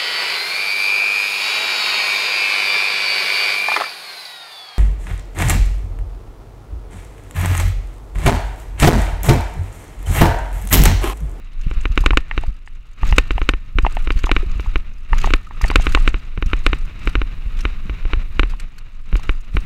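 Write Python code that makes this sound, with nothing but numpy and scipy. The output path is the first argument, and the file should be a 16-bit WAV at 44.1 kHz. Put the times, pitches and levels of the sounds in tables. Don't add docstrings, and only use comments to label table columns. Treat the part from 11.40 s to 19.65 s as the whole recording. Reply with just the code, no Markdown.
import sys
import numpy as np
from scipy import signal
from scipy.fft import rfft, irfft, next_fast_len
from scipy.io import wavfile

SR = 44100
rng = np.random.default_rng(int(sys.argv[2]) if len(sys.argv) > 2 else 0)


def master(y):
    cut = np.clip(np.atleast_2d(y).T, -1, 1)
    pcm = np.round(cut * 32767)
    wavfile.write(sys.argv[1], SR, pcm.astype(np.int16))


N = 363825
TIME = np.arange(N) / SR
RING = np.arange(int(0.4 * SR)) / SR

# (nominal frequency [Hz], relative level [dB], t60 [s], polarity [+-1])
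HOUSING_MODES = [(37.06, -0.5, 0.08, 1), (308, -8.5, 0.022, 1), (411, -24.5, 0.043, 1),
                 (780, -31.5, 0.047, 1), (1085, -15.5, 0.02, -1), (1221, -11.5, 0.0091, -1),
                 (1518, -6.5, 0.009, 1), (1797, -25.5, 0.042, 1), (2073, -13.5, 0.014, 1),
                 (2303, -7.5, 0.012, 1), (2520, -19, 0.027, -1), (2670, -13.5, 0.018, 1),
                 (3050, -15, 0.014, -1), (3530, -17, 0.0066, -1), (3685, -14.5, 0.013, 1),
                 (3887, -11.5, 0.0042, -1), (5900, -33, 0.018, -1)]
# (frequency [Hz], relative level [dB])
STALK_SPECTRUM = [(700, -45), (1400, 3), (2700, 2), (3800, -3), (4450, -1.5), (4800, -1), (5400, -6),
                  (6400, -2), (8300, -7), (12200, -17), (14400, -19), (15400, -40)]
# (frequency [Hz], relative level [dB])
TYRE_SPECTRUM = [(150, 8.5), (300, -3), (550, -9), (850, -10), (1250, -3.5), (1700, -8), (2450, -3.5),
                 (2850, -6.5), (3250, -16), (3850, -10), (4500, -21), (7000, -28), (15000, -64)]

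CRUISE_DB = -44.5
SHAKE_DB, SHAKE_SLOPE = -22, 1
RUSTLE_DB, RUSTLE_SLOPE = -55.5, 1.04
VERGE_DB = -53


def undb(db):
    return 10 ** (np.asarray(db) / 20)


def unit(x):
    return x / np.sqrt(np.mean(x ** 2))


def add(out, start_s, sound):
    i = max(int(round(start_s * SR)), 0)
    out[i:i + len(sound)] += sound[:max(N - i, 0)]


def mode(hz, t60_s):
    return np.sin(2 * np.pi * hz * RING) * undb(-60 * RING / t60_s)


def swell(rise_s):
    age = RING / max(rise_s, 0.0005)
    return age * np.exp(1 - age)


def colour(x, spectrum):
    hz, db = np.transpose(spectrum)
    size = next_fast_len(len(x) + 512)
    bin_hz = np.maximum(np.arange(size // 2 + 1) * SR / size, 1)
    gain = undb(np.interp(np.log(bin_hz), np.log(hz), db))
    return unit(irfft(rfft(x, size) * gain, size)[:len(x)])


def walk(rate_hz):
    points = rng.standard_normal(2048)
    return unit(np.interp(TIME * rate_hz, np.arange(len(points)), points))


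def grains(rate_hz, spread_db, size=N):
    height = undb(spread_db * np.minimum(rng.exponential(size=size), 6))
    present = rng.random(size) < rate_hz / SR
    return unit(present * height * rng.choice([-1, 1], size))


def crunch(rolling_db):
    # (start [s], length [s], crunch level [dB])
    rough_patches = [(0.166, 0.38, -43), (0.49, 0.25, -40), (0.844, 0.2, -42), (1.563, 0.2, -34),
                     (1.805, 0.25, -43), (2.365, 0.24, -39.5), (2.613, 0.37, -39.5), (2.902, 0.45, -43),
                     (3.671, 0.22, -32.5), (4.123, 0.54, -36.5), (4.985, 0.36, -40.5), (5.556, 0.13, -37.5),
                     (6.055, 0.2, -42), (6.877, 0.26, -45), (7.656, 0.25, -41.5), (8.091, 0.1, -37.5)]
    press_s, rebound_s = 0.12, 0.076
    power = undb(rolling_db) ** 2
    for start_s, length_s, db in rough_patches:
        press = np.clip((TIME - start_s) / press_s, 0, 1)
        rebound = np.exp(-np.maximum(TIME - start_s - length_s, 0) / rebound_s)
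        power = power + (undb(db) * press * rebound) ** 2
    return 10 * np.log10(power)


def tyres(crunch_db, patchy_db=2.5):
    cracks = colour(grains(rate_hz=2800, spread_db=1.5), TYRE_SPECTRUM)
    return cracks * undb(crunch_db + patchy_db * walk(rate_hz=50))


def rasp(load_db, level_db=-7, flicker_db=4.0):
    total = np.zeros(N)
    for hz in (1260, 2720):
        slips = grains(rate_hz=900, spread_db=3.5)
        ring = unit(signal.lfilter(*signal.iirpeak(hz, 14, fs=SR), slips))
        total += ring * undb(flicker_db * walk(rate_hz=40))
    return undb(load_db + level_db) * total / 2


def scrape(max_length_s=0.017):
    size = int(SR * max_length_s * rng.uniform(0.5, 1))
    touch = np.sin(np.pi * np.sqrt(np.linspace(0, 1, size)))
    slips = grains(rate_hz=9000, spread_db=2, size=size)
    stem = [(hz, db + 4 * rng.standard_normal()) for hz, db in STALK_SPECTRUM]
    return colour(slips, stem) * touch


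def grass(rustle_db):
    out = np.zeros(N)
    gap_s, scatter_db = 0.018, 5.5
    for slot_s in np.arange(0, N / SR, gap_s):
        size_db = scatter_db * min(rng.standard_normal(), 2)
        add(out, slot_s + gap_s * rng.random(), undb(size_db) * scrape())
    return undb(rustle_db) * out


def buffet(shake_db, gust_db=1.0):
    # (frequency [Hz], relative level [dB])
    buffet_spectrum = [(10, 0), (20, 9), (28, 6.5), (40, -9), (60, -12.5), (85, -18), (140, -29.5),
                       (220, -34), (900, -69.5)]
    rumble = colour(rng.standard_normal(N), buffet_spectrum)
    return rumble * undb(shake_db + gust_db * walk(rate_hz=6.8))


def stalks(level_db=3):
    # (time [s], relative level [dB])
    stalk_hits = [(0.212, -46.5), (0.589, -48), (0.605, -39.5), (1.65, -45), (1.676, -39.5), (1.689, -39),
                  (1.759, -43), (2.719, -38.5), (2.773, -41.5), (2.788, -39), (2.834, -37), (2.857, -36),
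                  (3.203, -43.5), (3.782, -30.5), (3.814, -33), (3.836, -34), (4.215, -32.5), (4.233, -38),
                  (4.279, -34.5), (4.308, -34), (4.418, -37), (4.455, -41), (4.49, -40), (4.521, -34),
                  (4.6, -43.5), (5.06, -42.5), (5.672, -41), (6.189, -42), (6.206, -39.5), (7.096, -46),
                  (7.197, -37.5), (7.382, -42), (7.764, -40.5)]
    out = np.zeros(N)
    for start_s, db in stalk_hits:
        add(out, start_s, undb(db + level_db) * scrape())
    return out


def bumps(contact_s=0.0069, level_db=0.0, scuff_db=-35.5, scuff_rise_s=0.0081):
    # (time [s], strength [dB])
    bump_hits = [(0.261, -6), (0.365, -1.5), (0.498, 1), (0.604, 2), (0.726, 0), (1.077, -1.5), (1.626, 3),
                 (1.719, 4), (1.952, -2.5), (2.352, 0.5), (2.43, 3), (2.756, 0.5), (3.06, -2.5),
                 (3.154, -2.5), (3.269, -4), (3.72, -1.5), (4.232, 4.5), (4.381, 1), (4.48, -2), (5.057, 0),
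                 (5.291, -2), (5.664, -3.5), (5.773, 0.5), (6.057, -4), (6.51, -4), (6.768, -1.5),
                 (7.057, -9), (7.731, 4), (8.143, -0.5)]
    out = np.zeros(N)
    hz, _, t60_s, _ = HOUSING_MODES[0]
    push = np.sin(np.pi * np.minimum(RING / contact_s, 1)) ** 2
    thud = signal.fftconvolve(mode(hz, t60_s), push / push.sum())[:len(RING)]
    scuff_band = signal.butter(2, [90, 220], "band", fs=SR, output="sos")
    for start_s, db in bump_hits:
        noise = rng.standard_normal(len(RING))
        scuff = unit(signal.sosfilt(scuff_band, noise)) * swell(scuff_rise_s)
        add(out, start_s, undb(db) * (undb(level_db) * thud + undb(scuff_db) * scuff))
    return out


def landings(t60_s=0.037, contact_s=0.0012):
    # (time [s], relative level [dB], pitch [Hz])
    landing_hits = [(0.267, -18, 149), (3.03, -23.5, 374), (4.98, -19.5, 148), (6.454, -26, 180),
                    (7.729, -20, 184), (8.149, -18, 160)]
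    out = np.zeros(N)
    onset = 1 - np.exp(-RING / contact_s)
    for start_s, db, hz in landing_hits:
        add(out, start_s, undb(db) * 2 * mode(hz, t60_s) * onset)
    return out


def knocks(hardness=0.13, buzz_db=-39, buzz_t60_s=0.19, snap_db=-35, flex_db=-24, flex_hz=485):
    # (time [s], strength [dB])
    knock_hits = [(0.3127, -18.5), (0.455, -6), (0.5764, 1), (0.6616, 5), (0.707, -3), (0.7725, 6),
                  (0.9779, -6), (1.7826, 11), (1.9075, -5.5), (2.0167, -9), (2.0904, 6), (2.1366, -11),
                  (2.3859, -1.5), (2.6737, -11.5), (2.705, -4.5), (2.841, -10), (2.915, 2), (2.965, -1.5),
                  (3.197, -17), (3.358, -4.5), (3.9056, -10.5), (3.937, 4.5), (4.302, -6), (4.3577, 9),
                  (4.4682, -2), (4.549, 5.5), (4.677, 1), (4.743, -11), (4.976, -17.5), (5.025, -8.5),
                  (5.1329, -2.5), (5.2646, 5), (5.3313, -3.5), (5.674, -6), (5.7538, -3.5), (5.8166, -8.5),
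                  (6.2527, -4.5), (6.4962, -16.5), (6.6534, -21.5), (6.734, -6), (6.995, 1.5),
                  (7.0323, -6.5), (7.728, -18.5), (7.755, -13.5), (7.8936, -5), (8.1687, -6.5)]
    out = np.zeros(N)
    scatter_db, detune = 0.8, 0.003
    padding = signal.butter(2, 6500, fs=SR, output="sos")
    screw = undb(-51) * mode(1812, 0.5)
    for start_s, db in knock_hits:
        tilt_db_per_octave = hardness * db
        body = undb(flex_db + db) * mode(flex_hz, 0.021)
        for hz, mode_db, t60_s, polarity in HOUSING_MODES:
            level_chance, pitch_chance = rng.standard_normal(2)
            level_db = mode_db + scatter_db * level_chance + tilt_db_per_octave * np.log2(hz / 2000)
            body += np.sign(polarity) * undb(level_db) * mode(hz * (1 + detune * pitch_chance), t60_s)
        body = signal.sosfilt(padding, body)
        buzz = colour(rng.standard_normal(len(RING)), TYRE_SPECTRUM)
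        buzz = buzz * undb(buzz_db - 60 * RING / buzz_t60_s)
        snap = colour(rng.standard_normal(len(RING)), STALK_SPECTRUM)
        snap = snap * undb(snap_db + db) * np.exp(-RING / 0.0029)
        add(out, start_s, undb(db) * (body + buzz + snap + screw))
    return out


def clack(hz, bright_db, spot_t60_s=0.012, thud_hz=400, thud_db=-13, lean_db=60):
    # (nominal frequency [Hz], relative level [dB], t60 [s])
    frame_modes = [(1820, 12, 0.02), (2066, 13.5, 0.012), (2780, 13.5, 0.0081)]
    spot = mode(hz * 0.86, spot_t60_s) - mode(hz * 1.14, spot_t60_s)
    spot = spot + undb(thud_db) * mode(thud_hz, 0.015)
    lean_db_per_octave = lean_db * np.log2(950 / hz)
    frame = np.zeros(len(RING))
    for k, (mode_hz, db, t60_s) in enumerate(frame_modes):
        level_db = db + lean_db_per_octave * np.log2(mode_hz / frame_modes[1][0])
        detuned_hz = mode_hz * (1 + 0.018 * rng.standard_normal())
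        frame += (-1) ** k * undb(level_db) * mode(detuned_hz, t60_s)
    hit = spot + 0.5 * undb(bright_db) * frame
    chatter = rng.standard_normal(len(RING)) * np.exp(-RING / 0.004)
    chatter = chatter / np.linalg.norm(chatter)
    return hit + undb(-10) * signal.fftconvolve(hit, chatter)[:len(RING)]


def clacks(muffle_hz=3800):
    # (time [s], relative level [dB], centre pitch of struck spot [Hz], relative treble [dB])
    clack_hits = [(0.639, -17.5, 960, -28), (0.733, -11.5, 1000, -19), (0.912, -20.5, 1030, 0),
                  (1.036, -19, 780, -22.5), (1.275, -35, 980, -4), (1.632, -10.5, 1025, -18),
                  (1.725, -9.5, 940, -9.5), (1.98, -13, 830, -15.5), (2.449, -7.5, 1014, -23),
                  (2.465, -5.5, 800, -17), (2.569, -11, 794, -18), (2.869, -14, 1037, -26),
                  (2.893, -11, 810, -17), (3.261, -23.5, 1020, -26), (3.731, -8.5, 1046, -12.5),
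                  (3.843, -7.5, 995, -16), (3.873, -11.5, 745, -22), (4.109, -25.5, 1010, -18),
                  (4.212, -19, 1070, -15), (4.241, -20.5, 1060, 1), (4.248, -14, 760, -30),
                  (4.314, -13, 940, -16), (4.397, -18, 775, -36), (4.573, -10, 980, -19),
                  (6.702, -27.5, 925, -30), (7.136, -27, 980, -20), (7.795, -27, 960, -22)]
    out = np.zeros(N)
    for start_s, db, hz, bright_db in clack_hits:
        add(out, start_s, undb(db) * clack(hz, bright_db))
    return signal.sosfilt(signal.butter(2, muffle_hz, fs=SR, output="sos"), out)


def scene():
    # (time [s], level [dB])
    pace_points = [(0, -48.5), (1.3, -54), (2.25, -48.5), (3.55, -48), (4.9, -46.5), (5.55, -43),
                   (6.7, -39.5), (7.45, -51.5), (8.25, -45.5)]
    crunch_db = crunch(np.interp(TIME, *np.transpose(pace_points)))
    load_db = crunch(VERGE_DB)
    rustle_db = RUSTLE_DB + RUSTLE_SLOPE * (load_db - CRUISE_DB)
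    shake_db = SHAKE_DB + SHAKE_SLOPE * (crunch_db - CRUISE_DB)
    rolling = tyres(crunch_db) + rasp(load_db) + grass(rustle_db)
    hits = stalks() + bumps() + landings() + knocks() + clacks()
    return (rolling + buffet(shake_db) + hits)[None]


def record(dry):
    overload, top_hz = 0.98, 15600
    dry = signal.sosfilt(signal.butter(1, 8, "high", fs=SR, output="sos"), dry)
    clipped = dry / (1 + np.abs(dry / overload) ** 8) ** (1 / 8)
    return signal.sosfilt(signal.ellip(8, 0.2, 90, top_hz, fs=SR, output="sos"), clipped)


dry = scene()
out = record(dry)
master(out)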